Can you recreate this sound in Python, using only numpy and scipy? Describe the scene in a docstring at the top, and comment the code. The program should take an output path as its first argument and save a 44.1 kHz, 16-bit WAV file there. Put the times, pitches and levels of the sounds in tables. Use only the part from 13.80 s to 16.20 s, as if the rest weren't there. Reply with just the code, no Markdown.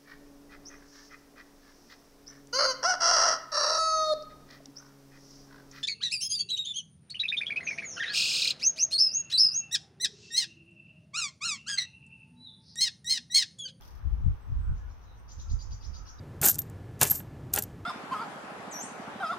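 """A brief, grainy rustle opens over faint outdoor air and road murmur, and gusts start to buffet the mic.
Far calls come and go, and another bird slips in a few thin, high whistles.
At one second a small bird scolds beside a wooden house wall: four soft rasping notes, then a loud,
slowing chatter to the end. Each note is a rough upward sweep from one side of its syrinx
over a held whistle from the other, smeared by reflections off the boards."""
import sys
import numpy as np
from scipy import signal
from scipy.fft import rfft, irfft
from scipy.io import wavfile
from scipy.ndimage import uniform_filter1d

SR = 44100
rng = np.random.default_rng(int(sys.argv[2]) if len(sys.argv) > 2 else 0)


def generate_wav(signal):
    """Clip the signal to [-1, 1] and save it as 16-bit WAV at the path in sys.argv[1]."""
    frames = np.transpose(np.atleast_2d(signal))
    scaled = np.clip(frames, -1, 1) * 32767
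    pcm = np.round(scaled).astype(np.int16)
    wavfile.write(sys.argv[1], SR, pcm)


N = 105840

# The scolding phrase; the last three columns are trims on the note's level:
# accent_s, level_db, pitch_ratio, length_ratio, pip_db, held_db, dry_sweep_db
SCOLD_NOTES = [(0.987, -14, 1.06, 1.2, -40, -26, -17), (1.118, -16, 1, 1, -40, -18, -8),
               (1.241, -16.5, 0.99, 1.06, -40, -24, -14), (1.380, -18, 1.03, 1, -40, -24, -18),
               (1.524, 1.5, 1.03, 1.1, -15, -5.5, -14.5), (1.620, 2, 1.027, 1.01, -19, -16, -9.5),
               (1.723, 2.5, 1.03, 1.01, -15, -7, -11.5), (1.826, .5, 1.014, 1, -3, 4.5, -2.5),
               (1.936, 0.5, 1, 0.97, -17, 3, -6.5), (2.057, 0, 0.98, 1.29, -10, -4, -5.5),
               (2.172, 1, 0.98, 1.05, -7.5, 1.5, -6), (2.296, 1.5, 0.97, 1.06, -28, -7, -7),
               (2.428, -5, .98, 1.02, 0.5, -2, -7)]
# The four parts of a note, before its own ratios and levels: from_accent_s, pitch_hz, level_db
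SWEEP_SHAPE = [(-.036, 2675, -26), (-.021, 3732, -10), (-.012, 4591, -11.5), (-.006, 5490, 1.5),
               (.001, 6397, -7), (.007, 6800, -5), (.014, 6820, -30)]  # steep rise
LEAD_IN_SHAPE = [(-.043, 5250, -18), (-.029, 5600, -8), (-.021, 5950, -5.5), (-.010, 6230, -11),
                 (-.002, 6600, -26)]  # shallower rise, starting just ahead
PIP_SHAPE = [(-.043, 4740, -20), (-.033, 4760, 0), (-.027, 4760, -7), (-.018, 4760, -20)]  # second voice: opening blip
HELD_SHAPE = [(-.024, 4743, -15), (-.014, 4803, -9), (-.007, 4770, -11), (.001, 4740, -10)]  # second voice: level whistle
# Another bird's thin whistles: start_s, length_s, start_hz, end_hz, level_db
THIN_WHISTLES = [(.49, .11, 8290, 8150, -94), (.59, 0.078, 8130, 7850, -79), (0.754, 0.28, 7630, 7700, -89),
                 (0.776, 0.083, 8030, 7870, -73.5), (1.37, 0.064, 8550, 8750, -86)]
# Hoarse calls in the distance: start_s, length_s, centre_hz, width_hz, level_db
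DISTANT_CALLS = [(0.102, 0.24, 1540, 600, -69), (.76, 0.094, 3730, 1000, -81),
                 (0.771, 0.22, 1384, 380, -61), (0.966, 0.11, 1707, 50, -67.5),
                 (1.002, 0.11, 1456, 70, -64), (1.232, 0.16, 3880, 340, -72.5),
                 (1.6, 0.22, 1335, 80, -65.5), (2.124, 0.22, 1306, 113, -61), (2.21, 0.29, 1430, 513, -63),
                 (2.375, .06, 3850, 400, -64)]
# Gust envelope at each mic port: time_s, level_db
GUSTS_LEFT = [(0, -54), (.11, -48.5), (.15, -39.5), (.22, -46.5), (.27, -18.5), (.303, -37.5), (.33, -18.5),
              (.36, -33), (.43, -30.5), (.47, -17.5), (.51, -25.5), (.575, -50.5), (.66, -42.5), (.72, -27),
              (.77, -33), (.86, -39), (.895, -25.5), (1.0, -42), (1.08, -35.5), (1.16, -49), (1.52, -51),
              (1.73, -31.5), (1.85, -54), (1.925, -34.5), (1.99, -48.5), (2.4, -48.5)]
GUSTS_RIGHT = [(0, -53), (.2, -51), (.28, -37), (.43, -35), (.51, -26.5), (.62, -56.5), (.77, -25),
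               (.84, -31.5), (.895, -26), (1.03, -43), (1.24, -53), (1.54, -47), (1.595, -35.5),
               (1.64, -55.5), (1.735, -20.5), (1.80, -38.5), (1.935, -36.5), (2.0, -48.5), (2.09, -32),
               (2.18, -43.5), (2.22, -37.5), (2.28, -55.5), (2.4, -47.5)]
# Dry scrapes of the opening rustle: start_s, level_db, decay_s
RUSTLE_SCRAPES = [(.009, -51.5, 0.0029), (0.019, -58.5, 0.016), (0.033, -62.5, 0.027), (.05, -67, 0.059),
                  (0.078, -61, 0.014), (0.106, -66.5, 0.037), (0.15, -67, .02), (0.175, -68, 0.009)]
# EQ curves for the three noise layers and the whole mix: frequency_hz, gain_db
WIND_EQ = [(15, -8), (28, -8), (50, 7), (85, -2), (125, -11.5), (180, -25), (280, -35.5), (500, -51.5),
           (1200, -88), (4000, -100)]
RUSTLE_EQ = [(1500, -20), (3200, -1.5), (4200, -0.5), (5800, 6), (7300, -9), (9500, -8), (12500, 3),
             (15500, -3.5)]
AIR_EQ = [(40, 6.5), (200, 4), (400, -4.5), (640, -2.5), (830, 3), (1200, 1.5), (1650, -5), (2100, -9.5),
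          (3300, -14.5), (4700, -21.5), (5900, -16.5), (7000, -29), (9500, -26), (12000, -18.5),
          (15500, -22)]
TREBLE_DIPS_EQ = [(6300, 1.5), (7000, -3.5), (7350, -0.5), (7800, -4.5), (8300, 1), (10000, -3)]

BIRD_DB, OCTAVE_DB, HELD_SEND_DB = -51, -22.5, -7
RASP_RATE_HZ, RASP_SWING_HZ, RASP_JITTER_HZ, RASP_DEPTH = 330, 300, 200, .35
HOARSE_RATE_HZ, HOARSE_DEPTH, CLEAR_PITCH_HZ = 650, .75, 7410
EARLY_DB, EARLY_DECAY_S, TAIL_DB, TAIL_T60_S = 2.8, .01, .3, .31
RUSTLE_GRAIN_DB, RUSTLE_LEFT_DB = 2, 2.5
AIR_DB, AIR_MONO_SHARE, AIR_RIGHT_CUT_DB, TRAFFIC_DB = -60, 0.12, 6.5, -72


def scolding_bird():
    """One side of the syrinx sweeps up, hoarse low down and clearer on top; the other holds a whistle."""
    sweeps, dry_sweeps, second_voice = np.zeros((3, N))
    rasp = sine(RASP_RATE_HZ * (1 + 0.1986 * wander(120)))
    swing_hz = RASP_SWING_HZ * rasp + RASP_JITTER_HZ * wander(700)
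    flutter = RASP_DEPTH * rasp + HOARSE_DEPTH * wander(HOARSE_RATE_HZ)
    wobble = 1 + 0.0038 * wander(440)
    for accent, db, pitch, stretch, pip_db, held_db, dry_db in SCOLD_NOTES:
        for shape in (SWEEP_SHAPE, LEAD_IN_SHAPE):
            span, hz, gain = note_part(shape, accent, stretch)
            roughness = np.clip((CLEAR_PITCH_HZ - hz) / 2000, 0, 1)
            rough_hz = pitch * hz + roughness * swing_hz[span]
            tone = sine(rough_hz) + undb(OCTAVE_DB) * sine(2 * rough_hz)
            note = undb(db) * gain * (1 + roughness * (flutter[span] - .5)) * tone
            sweeps[span] += note
            dry_sweeps[span] += undb(dry_db) * note
        for shape, trim_db in ((PIP_SHAPE, pip_db), (HELD_SHAPE, held_db)):
            span, hz, gain = note_part(shape, accent, stretch)
            second_voice[span] += undb(db + trim_db) * gain * sine(hz * wobble[span])
    wet = wall_reflections(sweeps + undb(HELD_SEND_DB) * second_voice)
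    return undb(BIRD_DB) * (dry_sweeps + second_voice + wet)


def note_part(shape, accent_s, stretch):
    """Stretch a shape around its accent: the samples it covers, its pitch and its gain."""
    t = times()
    offset_s, hz, db = np.array(shape).T
    point_s = accent_s + stretch * offset_s
    span = (t > point_s[0]) & (t < point_s[-1])
    return span, np.interp(t[span], point_s, hz), undb(np.interp(t[span], point_s, db))


def wall_reflections(x):
    """Nearby boards throw back a quick scatter of echoes and a short diffuse tail."""
    t = np.arange(SR // 2) / SR
    stereo = (2, len(t))
    early = rng.standard_normal(stereo) * (rng.random(stereo) < .03) * np.exp(-t / EARLY_DECAY_S)
    build_up = 1 - np.exp(-t / 0.013)
    tail = rng.standard_normal(stereo) * np.exp(-np.log(1000) * t / TAIL_T60_S) * build_up
    response = (undb(EARLY_DB) * unit(early) + undb(TAIL_DB) * unit(tail)) / np.sqrt(len(t))
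    return signal.fftconvolve(x[None], response, axes=1)[:, :N]


def wind_buffet(gusts):
    """Eddies thump one mic port, their level riding the gust envelope."""
    eddies = eq(rng.standard_normal(N), WIND_EQ)
    own_level = np.sqrt(uniform_filter1d(np.abs(signal.hilbert(eddies)) ** 2, size=1100))
    gust_db = np.interp(times(), *np.array(gusts).T)
    return np.sqrt(2) * eddies / own_level * undb(gust_db)


def rustle():
    """Grainy scrapes close to the mic, with one small ringing tick."""
    grains = unit(eq(rng.standard_normal((2, N)) * undb(RUSTLE_GRAIN_DB * wander(500)), RUSTLE_EQ))
    scrapes = grains * sum(undb(db) * hit(start, decay) for start, db, decay in RUSTLE_SCRAPES)
    tick = undb(-58) * hit(start_s=.021, decay_s=.013) * noise_band(3300, width_hz=450)
    pan = undb([[RUSTLE_LEFT_DB / 2], [-RUSTLE_LEFT_DB / 2]])
    return pan * (scrapes + tick)


def whistling_bird():
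    """Thin, gently gliding tones that flutter in level and pitch."""
    whistles = np.zeros(N)
    for start, length, start_hz, end_hz, db in THIN_WHISTLES:
        envelope = undb(db + 2 * wander(60)) * swell(start, length)
        glide_hz = np.interp(times(), [start, start + length], [start_hz, end_hz])
        whistles += envelope * sine(glide_hz + 45 * wander(210))
    return whistles


def far_calls():
    """Distant birds, blurred into narrow swells of noise."""
    return sum(undb(db) * swell(start, length) * noise_band(hz, width)
               for start, length, hz, width, db in DISTANT_CALLS)


def outdoor_air():
    """A wide bed of distant wash and faint hiss, brighter on the left."""
    wide = np.sqrt(1 - AIR_MONO_SHARE) * rng.standard_normal((2, N))
    left, right = wide + np.sqrt(AIR_MONO_SHARE) * rng.standard_normal(N)
    right = eq(right, [(6000, 0.0053), (13000, -AIR_RIGHT_CUT_DB)])
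    return undb(AIR_DB + .5 * wander(1.3)) * unit(eq(np.array([left, right]), AIR_EQ))


def traffic():
    """Far roads murmur faintly, dead centre."""
    return undb(TRAFFIC_DB) * noise_band(398, width_hz=430)[0]


def undb(db):
    """Decibels to gain."""
    return 10 ** (np.asarray(db) / 20)


def unit(x):
    """Scale to rms 1."""
    return x / np.sqrt(np.mean(x ** 2))


def times():
    """The time of every sample."""
    return np.arange(N) / SR


def eq(x, curve):
    """Filter through a curve of (frequency_hz, gain_db) points."""
    hz, db = np.array(curve).T
    f = np.maximum(np.fft.rfftfreq(N, 1 / SR), 1)
    return irfft(rfft(x) * undb(np.interp(np.log(f), np.log(hz), db)), N)


def noise_band(centre_hz, width_hz):
    """Stereo noise in one soft-edged band."""
    f = np.fft.rfftfreq(N, 1 / SR)
    return unit(irfft(rfft(rng.standard_normal((2, N))) / (1 + (2 * (f - centre_hz) / width_hz) ** 4), N))


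def wander(rate_hz):
    """A smooth random modulator of rms 1."""
    f = np.fft.rfftfreq(N, 1 / SR)
    return unit(irfft(rfft(rng.standard_normal(N)) / (1 + (f / rate_hz) ** 4), N))


def sine(hz):
    """A tone that follows a pitch curve."""
    return np.sin(2 * np.pi * np.cumsum(hz) / SR)


def swell(start_s, length_s):
    """A rounded rise and fall."""
    return np.sin(np.pi * np.clip((times() - start_s) / length_s, 0, 1))


def hit(start_s, decay_s):
    """A sharp attack and exponential decay."""
    age = np.maximum(times() - start_s, 0)
    return np.minimum(age / 0.0006, 1) * np.exp(-age / decay_s)


def scene():
    """Mix the birds, wind and rustle with the outdoor bed."""
    whistles = whistling_bird()
    birds = scolding_bird() + whistles + wall_reflections(whistles) + far_calls()
    wind = np.array([wind_buffet(GUSTS_LEFT), wind_buffet(GUSTS_RIGHT)])
    return birds + wind + outdoor_air() + traffic() + rustle()


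def record(dry):
    """Short fades at both ends, slight dips in the treble around 7-8 kHz and a steep high cut."""
    t = times()
    fades = np.clip(np.minimum(t, t[-1] - t) / .004, 0, 1)
    high_cut = signal.ellip(10, .2, 70, 15700, fs=SR, output="sos")
    return signal.sosfilt(high_cut, eq(dry * fades, TREBLE_DIPS_EQ))


dry = scene()
out = record(dry)
generate_wav(out)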